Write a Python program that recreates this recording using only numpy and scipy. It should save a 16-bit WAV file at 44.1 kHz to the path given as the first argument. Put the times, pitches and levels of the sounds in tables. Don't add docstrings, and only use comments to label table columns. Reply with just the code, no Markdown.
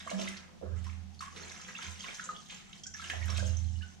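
import sys
import numpy as np
from scipy import signal
from scipy.fft import rfft, irfft
from scipy.io import wavfile
from scipy.ndimage import uniform_filter1d

SR = 44100
rng = np.random.default_rng(int(sys.argv[2]) if len(sys.argv) > 2 else 0)


def int16_out(signal):
    q = np.round(np.clip(np.atleast_2d(signal).T, -1, 1) * 32767)
    wavfile.write(sys.argv[1], SR, q.astype(np.int16))


N = 176400


def amp(db):
    return 10 ** (np.asarray(db) / 20)


def unit(x):
    return x / np.sqrt(np.mean(abs(x) ** 2) + 1e-20)


def read(table, hz, column=1):
    table = np.array(table)
    return np.interp(np.log(hz + 1), np.log(table[:, 0] + 1), table[:, column])


def colour(x, table):
    return irfft(rfft(x) * amp(read(table, np.fft.rfftfreq(N, 1 / SR))), N)


def band(x, lo_hz, hi_hz, order=2):
    edges = [lo_hz, min(hi_hz, SR / 2 - 100)]
    return signal.sosfilt(signal.butter(order, edges, "band", fs=SR, output="sos"), x)


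def drift(hz):
    keep_slow = np.exp(-(np.fft.rfftfreq(N, 1 / SR) / hz) ** 2)
    return unit(irfft(rfft(rng.standard_normal(N)) * keep_slow, N))


def add(mix, start_s, sound):
    part = mix[max(round(start_s * SR), 0):][:len(sound)]
    part += sound[:len(part)]


# (frequency [Hz], relative level [dB])
ROOM_TONE = [(15, -38), (25, 0.5), (112, -5.5), (191, 9), (278, -9), (573, -19), (790, -9), (952, -19.5),
             (3260, -19), (5010, -22), (5880, -19.5), (12400, -39), (15000, -45)]

def room_tone(level_db=-56.5):
    return amp(level_db) * unit(colour(rng.standard_normal((2, N)), ROOM_TONE))


# (frequency [Hz], time to fade by 60 dB [s])
ROOM_DECAY = [(200, 0.53), (700, 0.33), (1400, 0.46), (4500, 0.35), (8000, 0.46), (15000, 0.32)]

def echoes(tail_db=-4.5, early_db=-5, early_decay_s=0.0041):
    t = np.arange(SR) / SR
    bounces = rng.standard_normal((2, SR)) * (rng.random((2, SR)) < .1) * (t > .008)
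    hz, age, spectrum = signal.stft(bounces, SR, nperseg=256)
    fade = amp(-60 * age / read(ROOM_DECAY, hz)[:, None])
    tail = signal.istft(spectrum * fade, SR, nperseg=256)[1][:, :SR]
    early = rng.standard_normal((2, SR)) * (rng.random((2, SR)) < .06) * (t > .002)
    early *= np.exp(-t / early_decay_s)
    return sum(amp(db) * part / np.linalg.norm(part, axis=1, keepdims=True)
               for db, part in ((tail_db, tail), (early_db, early)))


# (frequency [Hz], gain [dB], phase shift [radians])
LEFT_MIC = [(98, -10, 11), (550, -16.5, -2), (1190, -2, -5), (1840, -8.5, -5), (3220, -3, -8),
            (5360, -4.5, -5.5), (11500, -1.5, -4.5)]

def room(direct, echoing, patterns=4, sway_s=.3):
    t, hz = np.arange(N) / SR, np.fft.rfftfreq(N, 1 / SR)
    to_left = amp(read(LEFT_MIC, hz)) * np.exp(1j * read(LEFT_MIC, hz, column=2))
    out = np.array([irfft(rfft(direct) * to_left, N), direct])
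    for k in range(patterns):
        from_turn = (t / sway_s * patterns - k) % patterns - patterns / 2
        blend = np.cos(np.pi / 2 * np.clip(from_turn, -1, 1))
        out += signal.fftconvolve((echoing * blend)[None], echoes(), axes=1)[:, :N]
    return out


# (time [s], level [dB])
PUSHES = [(0, -56), (.6, -59), (.67, -35.5), (.74, -30.5), (.9, -34.5), (1.08, -40.5), (1.22, -53),
          (1.45, -51), (1.8, -71.5), (1.885, -38.5), (2.1, -68), (2.8, -66), (2.92, -53), (3.08, -50),
          (3.17, -33), (3.33, -28.5), (3.5, -25.5), (3.62, -30.5), (3.79, -32.5), (3.95, -54.5)]
# (pitch [Hz], unsteadiness [Hz], relative level [dB],
# left compared with right [dB], growth with the push [dB per dB])
BOOM_NOTES = [(82.54, 1.83, -1, -25.5, 1), (106.5, 4.4, -11, -9, 2), (192.2, 5.1, -19, -16.5, 0.8)]

def bucket_boom(full_push_db=-25):
    t, out = np.arange(N) / SR, np.zeros((2, N))
    push_db = np.interp(t, *np.transpose(PUSHES)) - full_push_db
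    for hz, width_hz, db, left_db, growth in BOOM_NOTES:
        pitch = hz + .5 * width_hz * drift(hz=16)
        waver = amp(np.sqrt(width_hz) * 1.2 * drift(hz=9))
        ring = unit(np.sin(2 * np.pi * np.cumsum(pitch) / SR) * waver)
        sides = amp([[left_db], [0]])
        out += sides * amp(full_push_db + db + growth * push_db) * ring
    return out


# (pitch [Hz], gain of the added ring [dB])
HOLLOW_NOTES = [(194, 25.5), (360, -2), (418, -1.5), (506, 5), (578, -11), (637, -8)]

def hollow_bucket(water, width_hz=5.9):
    return water + sum(amp(db) * signal.lfilter(*signal.iirpeak(hz, hz / width_hz, SR), water)
                       for hz, db in HOLLOW_NOTES)


def splash(lo_hz, hi_hz, decay_s, rise_s=.0005):
    t = np.arange(SR // 5) / SR
    noise = rng.standard_normal(len(t))
    shape = (1 - np.exp(-t / rise_s)) * np.exp(-t / decay_s)
    return band(noise * shape, lo_hz, hi_hz, order=3) / np.std(band(noise, lo_hz, hi_hz, order=3))


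def bubble(hz, decay_s, swell, rise=0.0097, wobble=0.03):
    age = np.arange(0, 10 * decay_s, 1 / SR) / decay_s
    shape = (1 - np.exp(-(age / swell) ** 2)) * np.exp(-age)
    pitch = hz * (1 + rise * age + wobble * np.sin(2 * age + 2 * np.pi * rng.random()))
    return shape / shape.max() * np.sin(2 * np.pi * np.cumsum(pitch) / SR)


# (time [s], pitch [Hz], level [dB], decay time [s])
SINGLE_BUBBLES = [(.064, 620, -39.5, 0.004), (.073, 1153, -30, 0.0036), (.095, 2270, -34.5, 0.0027),
                  (.113, 616, -30, 0.0058), (0.123, 194.5, -45, 0.019), (.193, 640, -34, 0.0047),
                  (0.213, 5410, -37, 0.0029), (.222, 545, -45, 0.0093), (.274, 1990, -32, 0.0046),
                  (.612, 545, -42, 0.004), (.626, 498, -31, 0.005), (0.636, 393, -35, 0.0061),
                  (.659, 576, -38.5, 0.0053), (0.864, 1043, -45, 0.0073), (1.192, 4330, -40.5, 0.0022),
                  (1.206, 1216, -34, 0.0027), (1.222, 1065, -33.5, 0.0055), (1.276, 1080, -40.5, 0.0052),
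                  (1.432, 4130, -43.5, .003), (1.516, 5740, -41.5, .0025), (1.749, 2686, -36, 0.0053),
                  (1.764, 3500, -40.5, .003), (1.785, 888, -46, 0.011), (1.787, 1350, -38.5, 0.0042),
                  (1.855, 3070, -48, 0.0042), (2.005, 3230, -36.5, 0.0034), (2.040, 1080, -40.5, 0.0064),
                  (2.062, 1450, -40.5, 0.003), (2.082, 2350, -36, 0.0044), (2.194, 1447, -33, 0.0039),
                  (2.195, 1745, -37, 0.0033), (2.289, 1210, -29.5, 0.0055), (2.363, 3290, -38.5, 0.0021),
                  (2.835, 3190, -44, 0.0043), (2.857, 1542, -46, 0.0074), (2.944, 1670, -40, 0.0063),
                  (2.995, 1298, -37.5, 0.0042), (3.017, 1577, -41, 0.012), (3.041, 2870, -36.5, 0.0031),
                  (3.099, 1910, -24.5, 0.0013), (3.109, 1727, -35, 0.0068), (3.134, 700, -32.5, 0.0044),
                  (3.214, 1823, -38.5, 0.006), (3.225, 2180, -37.5, 0.0031), (3.281, 1480, -38, 0.0024),
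                  (3.301, 5400, -36.5, 0.005), (3.365, 2560, -35.5, 0.0015), (3.385, 582, -40.5, 0.0054),
                  (3.391, 1586, -38, 0.007), (3.423, 608, -32.5, 0.0051), (3.755, 2850, -50.5, 0.0052),
                  (3.808, 1694, -49, 0.0063), (3.823, 1457, -46.5, 0.018), (3.82, 2870, -43, 0.004)]
# (time [s], level [dB], middle frequency [Hz], decay time [s], width [octaves])
WATER_SLAPS = [(0.102, -36, 3760, 0.0045, 1.88), (.191, -36.5, 2780, 0.0075, 0.57),
               (0.213, -37.5, 2970, 0.0072, 0.99), (.275, -35.5, 2800, 0.0073, 1.04),
               (0.285, -41, 6840, 0.0046, 1.08), (.367, -45, 4020, 0.015, 1.13),
               (0.623, -49, 645, 0.005, 1.8), (0.63, -59.5, 1310, 0.19, 0.7),
               (.842, -50.5, 3030, 0.0071, 2.8), (1.205, -50, 2900, 0.032, 3),
               (1.361, -44, 2880, 0.016, 1.75), (1.495, -40.5, 4400, 0.0043, 0.77),
               (1.613, -42.5, 6000, 0.005, 0.61), (1.824, -42, 2570, 0.02, 2.4),
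               (2.042, -39.5, 2400, 0.0065, 1.07), (2.238, -41, 6800, 0.014, 0.36),
               (2.495, -46, 2710, 0.056, 1.07), (2.730, -38.5, 3320, 0.0021, 0.48),
               (2.835, -37, 5900, 0.0053, 0.48), (2.866, -37, 6060, 0.0062, 0.56),
               (2.938, -40, 5830, 0.0084, 0.26), (3.100, -33, 2440, 0.0032, 3.1),
               (3.255, -48.5, 8850, 0.006, 0.95), (3.299, -41.5, 2660, 0.0079, 2.9),
               (3.372, -35.5, 4800, 0.0071, 1.4), (3.568, -39.5, 6100, 0.0068, 0.15)]

def plops(pop_db=-10.5, pop_decay_s=0.0055):
    out = np.zeros(N)
    for start_s, hz, db, decay_s in SINGLE_BUBBLES:
        add(out, start_s, amp(db) * bubble(hz, decay_s, swell=0.54))
        add(out, start_s, amp(db + pop_db) * splash(hz * 0.77, hz * 1.65, pop_decay_s))
    for start_s, db, hz, decay_s, octaves in WATER_SLAPS:
        spread = 2 ** (octaves / 2)
        add(out, start_s, amp(db) * splash(hz / spread, hz * spread, decay_s))
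    return out


# (frequency [Hz], relative gain [dB])
SQUELCH_TONE = [(330, 1), (600, -5), (800, -3), (1100, -3.5), (1800, 0.5), (2400, -1), (3200, 5.5),
                (4600, -1.5), (6300, 5.5), (7800, -2.5), (9000, -9.5), (12000, -23), (15500, -23)]

def bubble_swarm(lo_hz, hi_hz, per_s, cycles, sizes=72, spread_db=4.5, cluster_db=2, film_db=-9):
    swarm = np.zeros(N)
    per_size = int(per_s * N / SR / sizes) + 1
    for pitches in np.array_split(np.geomspace(lo_hz, hi_hz, sizes), sizes // 6):
        cluster = amp(cluster_db * drift(hz=24.2))
        for hz in pitches:
            when, strength, sign = rng.random((N // 100, 3))[:per_size].T
            burst_db = spread_db * np.minimum(-np.log(1 - strength), 3)
            bursts = np.zeros(N)
            bursts[(when * N).astype(int)] = np.sign(sign - .5) * amp(burst_db)
            ring = bubble(hz, cycles / hz, swell=0.37)
            swarm += signal.oaconvolve(bursts * cluster, ring)[:N] * hz
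    film = amp(film_db) * unit(band(rng.standard_normal(N), lo_hz, hi_hz))
    squelch = unit(colour(unit(swarm) + film, SQUELCH_TONE))
    loudness = np.sqrt(uniform_filter1d(squelch ** 2, size=2600) + 0.024)
    return squelch / loudness


# (time [s], gurgle [dB], splash [dB], fizz [dB])
STIRRING = [(0.0, -53, -47, -48), (0.036, -64, -59.5, -61), (0.114, -46, -50, -49.5),
            (0.162, -52, -54, -60), (0.192, -37.5, -51.5, -47), (0.27, -54, -49.5, -51.5),
            (0.38, -60.5, -56, -63), (0.538, -58.5, -70, -104), (0.58, -56.5, -97, -99)]
GRABBING = [(0.76, -63, -59, -62), (0.822, -61, -73, -69), (0.87, -74, -53.5, -59.5),
            (1.118, -69, -85, -93), (1.15, -100, -80, -57)]
LIFTING = [(1.21, -73, -49, -41), (1.218, -68, -48.5, -54.5), (1.3, -86, -62, -65.5),
           (1.352, -47, -63, -59), (1.372, -49, -51.5, -54.5), (1.676, -61, -55, -56),
           (1.686, -54, -45.5, -53.5), (1.738, -74, -62, -59.5), (1.75, -66, -53.5, -57),
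           (1.838, -53.5, -46.5, -49), (1.958, -70, -59, -57), (2.016, -60, -57, -50.5),
           (2.093, -49, -48.5, -53.5), (2.178, -75, -58, -49)]
GATHERING = [(2.182, -71, -52, -53.5), (2.26, -53.5, -59, -55), (2.33, -52.5, -64, -59),
             (2.48, -74, -71, -60.5), (2.52, -52, -56.5, -52), (2.64, -88, -64.5, -67),
             (2.759, -68, -60, -61), (2.8, -57.5, -85, -57.5)]
SQUEEZING = [(2.936, -85, -59.5, -56), (3.05, -57.5, -48.5, -51), (3.09, -49, -54, -50.5),
             (3.13, -49, -45.5, -52), (3.2, -53.5, -58, -57), (3.27, -61, -55, -54),
             (3.301, -45.5, -41.5, -49.5), (3.345, -48.5, -54.5, -53), (3.38, -56, -45.5, -45),
             (3.43, -48.5, -64, -55), (3.469, -55, -59, -48), (3.54, -58.5, -61.5, -59.5),
             (3.7, -88, -77, -63), (3.952, -62, -68, -65)]
# (lowest pitch [Hz], highest pitch [Hz], bubbles [per s], decay time [cycles], added gain [dB])
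SWARMS = [(323.6, 1044, 500, 2.05, -6), (855, 2486, 700, 2.46, -0.5), (2670, 14440, 2000, 5.7, 1)]

def wet_cloth():
    t, out = np.arange(N) / SR, np.zeros(N)
    moves = [np.array(move) for move in (STIRRING, GRABBING, LIFTING, GATHERING, SQUEEZING)]
    for column, (lo_hz, hi_hz, per_s, cycles, db) in enumerate(SWARMS, start=1):
        level = sum(amp(np.interp(t, move[:, 0], move[:, column], -np.inf, -np.inf)) for move in moves)
        smooth_level = uniform_filter1d(level, size=200)
        out += amp(db) * smooth_level * bubble_swarm(lo_hz, hi_hz, per_s, cycles)
    return out


def scene(drop_echo_db=-1):
    background = room_tone()
    drops = hollow_bucket(plops())
    squelch = hollow_bucket(wet_cloth())
    echoing = amp(drop_echo_db) * drops + squelch
    return room(drops + squelch, echoing) + bucket_boom() + background


def record(dry, top_hz=15750):
    low_pass = signal.firwin(511, top_hz, window=("kaiser", 9), fs=SR)
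    return signal.oaconvolve(dry, low_pass[None], "same")


dry = scene()
out = record(dry)
int16_out(out)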